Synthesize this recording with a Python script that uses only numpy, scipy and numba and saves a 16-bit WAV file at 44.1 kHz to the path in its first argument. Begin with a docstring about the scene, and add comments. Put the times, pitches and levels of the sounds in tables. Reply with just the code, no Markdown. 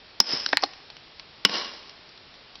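"""Through a faint hiss comes the clink of a sledgehammer on a steel wedge in a log, at the edge of a wood.
The head glances off and clatters on the log; a second blow, on a lower-pitched wedge, bounces once.
Blows are sums of decaying modes with a noisy crack; knocks, thumps and twig ticks are resonant noise bursts.
The ground, the log and the trees scatter sound back as decaying random echoes. The recorder's limiter
ducks at each blow, so that the echo swells up as it lets go."""
import sys
import numpy as np
from scipy import signal
from scipy.fft import rfft, irfft
from scipy.io import wavfile
from numba import njit

SR = 44100
rng = np.random.default_rng(int(sys.argv[2]) if len(sys.argv) > 2 else 0)


def master_out(mix):
    """Clip the mix to full scale and print it as 16-bit PCM to the path in sys.argv[1]."""
    frames = np.transpose(np.atleast_2d(mix))
    ceiling = np.clip(frames, -1, 1)
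    pcm = np.round(ceiling * 32767).astype(np.int16)
    wavfile.write(sys.argv[1], SR, pcm)


N = 114660  # length [samples]
TIME_S = np.arange(N) / SR


def undb(db):
    """Level: an amplitude ratio is ten to the power of its decibels over twenty."""
    return 10 ** (np.asarray(db) / 20)


def burst(x, db):
    """Energy scaling: set a short sound's level by its whole energy spread over 10 ms."""
    return x * undb(db) / np.sqrt(np.sum(x ** 2) / 441)


def fade(t60):
    """Exponential decay: the amplitude falls by 60 dB in t60 seconds."""
    return np.exp(-np.log(1000) * TIME_S / t60)


def at(s, x):
    """Pure delay: silence precedes a sound that starts at s seconds."""
    return np.concatenate([np.zeros(int(s * SR)), x])[:N]


def band(x, hz, q):
    """Resonance: a two-pole peak passes a band whose width is its frequency over q."""
    b, a = signal.iirpeak(hz, q, fs=SR)
    return signal.lfilter(b, a, x)


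def low_cut(x, hz, order):
    """High-pass filtering: the response falls ever more steeply below the cutoff as the order rises."""
    return signal.sosfilt(signal.butter(order, hz, "high", fs=SR, output="sos"), x)


def narrow(x):
    """Band limiting: a linear-phase low-pass models the recorder's narrow sound channel."""
    lowpass = signal.firwin(241, 5910, window=("kaiser", 9), fs=SR)
    return signal.fftconvolve(x, lowpass, "same")


def crunch(t60):
    """Contact noise: a dying run of tiny pushes of random sign has a broad spectrum."""
    return np.sign(rng.standard_normal(N)) * fade(t60)


def ring(modes):
    """Modal superposition: a struck body sounds as damped sines that start together."""
    return sum(burst(np.sin(2 * np.pi * hz * TIME_S) * fade(t60), db) for hz, db, t60 in modes)


def air():
    """Shaped noise: a spectral envelope turns white noise into the faint, even hiss of the wood."""
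    # spectral envelope of the hiss: (frequency [Hz], relative level [dB])
    envelope = [(15, -36.5), (25, -0.5), (170, -2.5), (267, -5.5), (392, -2.5), (550, -4.5), (616, -3),
                (1550, -6), (1700, -5.5), (4390, -3.5), (5500, -7.5), (7150, -58.5), (12100, -120)]
    hz, db = np.array(envelope).T
    bins_hz = np.maximum(np.fft.rfftfreq(N, 1 / SR), 1)
    gain = undb(np.interp(np.log(bins_hz), np.log(hz), db))
    hiss = narrow(irfft(rfft(rng.standard_normal(N)) * gain, N))
    return hiss / hiss.std() * undb(-50.5)


def scatter(x, db, t60, build_s, patchy_db):
    """Multiple scattering: convolution with uneven random echoes that build up and die away."""
    # one random strength for each run of 64 samples
    strength_db = patchy_db * np.repeat(rng.standard_normal(N // 64 + 1), 64)[:N]
    echoes = rng.standard_normal(N) * undb(strength_db)
    echoes *= fade(t60) * (1 - np.exp(-TIME_S / build_s))
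    echoes *= undb(db) / np.sqrt(np.sum(echoes ** 2))
    return signal.fftconvolve(x, echoes)[:N]


def near_scatter(direct):
    """Early reflection: the log and the ground return short, patchy echoes."""
    return scatter(direct, db=-13, t60=0.075, build_s=0.00249, patchy_db=4.5)


def tree_scatter(sent):
    """Diffuse reverberation: trees return a slow-building tail, and those deeper in the wood a longer one."""
    build_s = 0.021
    edge = scatter(sent, db=-26, t60=0.62, build_s=build_s, patchy_db=3)
    deep = scatter(sent, db=-34.5, t60=1.04, build_s=build_s, patchy_db=1)
    return edge + deep


def twigs():
    """Resonant excitation: a brief snap of noise drives two broad resonances of a twig or chip."""
    # dry ticks: (time [s], level of the variable resonance [dB], its frequency [Hz])
    ticks = [(0.735, -45, 3460), (0.9016, -42, 3740), (0.9669, -46, 2700), (1.1965, -39.5, 3850),
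             (1.8737, -51, 4530), (1.895, -44, 4100), (2.0916, -51.5, 4930), (2.1765, -49, 4600),
             (2.342, -50, 4900), (2.353, -57, 4530), (2.555, -42.5, 4440)]
    q = 0.95
    body_hz, body_db = 1020, -12.5  # body level is relative to the tick's own
    out = np.zeros(N)
    for s, db, hz in ticks:
        snap = narrow(crunch(t60=0.019))
        bright = burst(band(snap, hz, q), db)
        body = burst(band(snap, body_hz, q), db + body_db)
        out += at(s, bright + body)
    return out


def thumps():
    """Damped impact: two equal resonances in cascade leave a soft, low thump of the forest floor."""
    # dull thumps on the ground: (time [s], level [dB], frequency [Hz], noise t60 [s])
    impacts = [(.334, -34, 202, 0.026), (0.837, -54, 480, 0.11)]
    out = np.zeros(N)
    for s, db, hz, t60 in impacts:
        thump = band(band(crunch(t60), hz, 2.5), hz, 2.5)
        out += at(s, burst(thump, db))
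    return out


def clatter():
    """Damped impact: each hammer-head knock excites a woody body, a bright snap and a hollow ring."""
    # hammer head on the log, levels ahead of the low cut: (time [s], body level [dB], body frequency [Hz],
    # snap level [dB], snap frequency [Hz], hollow ring level [dB], t60 of body and snap noise [s])
    knocks = [(0.4621, -28.5, 1510, -23, 4270, -46.5, 0.0068), (0.4899, -43, 1520, -34.5, 4460, -56, .008),
              (0.5293, -21, 693, -30, 3430, -26.5, 0.016), (.5305, -19, 1716, -36, 4200, -37, 0.017),
              (0.5713, -12.5, 1910, -18.5, 4480, -46, 0.0048), (.5720, -22, 900, -20, 4400, -52, .012),
              (0.6233, -41.5, 1000, -33.5, 5000, -48.5, 0.016),
              (0.6299, -31, 904, -35.5, 4600, -38.5, 0.02), (.6358, -19.5, 835, -21, 4400, -31, 0.02)]
    # modes of the log's top: (frequency [Hz], relative level [dB], t60 [s])
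    hollow_modes = [(292, 2.5, 0.079), (360, -2.5, 0.035)]
    out = np.zeros(N)
    for s, body_db, body_hz, snap_db, snap_hz, hollow_db, t60 in knocks:
        body = burst(band(narrow(crunch(t60)), body_hz, q=3.36), body_db)
        snap = burst(band(narrow(crunch(t60)), snap_hz, q=4.2), snap_db)
        hollow = burst(ring(hollow_modes), hollow_db)
        out += at(s, body + snap + hollow)
    return low_cut(out, 267, order=4)


def blows(rows, wedge_modes):
    """Modal excitation: steel rings, cracks and thuds the log; returns direct sound and sound sent to the wood."""
    # modes of the log: (frequency [Hz], relative level [dB], t60 [s])
    log_modes = [(201, -0.5, 0.064), (291.4, -3.5, 0.071), (570, -11, 0.033)]
    crack_low_hz = 235
    crack_send_db, log_send_db = 5, 4  # extra spread of crack and log into the wood, against the ring
    rise = np.minimum(TIME_S / 0.0021, 1) ** 2  # swells for 2.1 ms while the head drives the wedge
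    # a compact click stands for the crack in the sound sent to the trees
    click = low_cut(narrow(at(.002, signal.unit_impulse(N))), crack_low_hz, order=4)
    direct, sent = np.zeros(N), np.zeros(N)
    for s, ring_db, crack_db, log_db in rows:
        steel = burst(ring(wedge_modes) * rise, ring_db)
        thud = burst(low_cut(ring(log_modes) * rise, 111, order=4), log_db)
        crack = low_cut(narrow(crunch(t60=0.023) * rise), crack_low_hz, order=3)
        direct += at(s, steel + burst(crack, crack_db) + thud)

        sent_click = burst(click, crack_db + crack_send_db)
        sent_thud = undb(log_send_db) * low_cut(thud, crack_low_hz, order=4)
        sent += at(s, steel + sent_click + sent_thud)
    return np.array([direct, sent])


def hammer():
    """Modal contrast: each of two wedges is struck, and its own set of modes gives its pitch."""
    # modes of the two wedges: (frequency [Hz], relative level [dB], t60 [s])
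    high_wedge = [(3166, -10, 0.01), (4536, 0.5, 0.007), (5113, 5, 0.022), (5194, 3, 0.023),
                  (5486, -2, 0.024), (5860, 3, 0.01)]
    low_wedge = [(1103, -5, 0.038), (2250, -7.5, .022), (2433, -7, 0.023), (2775, -3, 0.052),
                 (2962, 1, 0.033), (3114, 0.5, 0.016), (4120, 0.5, 0.0091), (4543, -26, 0.0054),
                 (5080, -6, 0.03), (5138, -3, 0.043)]
    # hammer on steel: (time [s], ring level [dB], crack level [dB], log level [dB])
    high_blows = [(.2018, 13.5, 4.5, -10.5)]
    low_blows = [(1.4498, 5.5, 5.5, -6), (1.4935, -35, -16.5, -26)]
    return blows(high_blows, high_wedge) + blows(low_blows, low_wedge)


def scene():
    """Superposition: direct sounds, their scattered echoes and the hiss add linearly."""
    small_sounds = twigs() + thumps() + clatter()
    direct, sent = hammer() + small_sounds  # the small sounds join both paths
    mix = direct + near_scatter(direct) + tree_scatter(sent) + air()
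    return np.tile(mix, (2, 1))


@njit
def peak_follower(x, keep):
    """Envelope detection: jump to each peak, then sink exponentially."""
    out, e = np.empty(len(x)), 0.
    for i in range(len(x)):
        e = max(abs(x[i]), e * keep)
        out[i] = e
    return out


def record(dry):
    """Peak limiting: a mono, narrow-band recorder turns down at once above its limit and recovers slowly."""
    limit_db, release_s = -2.9, 0.037  # release is a time constant
    x = narrow(dry[0])
    envelope = peak_follower(x, np.exp(-1 / (release_s * SR)))
    limited = x / np.maximum(envelope / undb(limit_db), 1)
    top_cut = signal.ellip(8, .2, 70, 16700, fs=SR, output="sos")  # low-pass at 16.7 kHz
    return np.tile(signal.sosfilt(top_cut, limited), (2, 1))


dry = scene()
out = record(dry)
master_out(out)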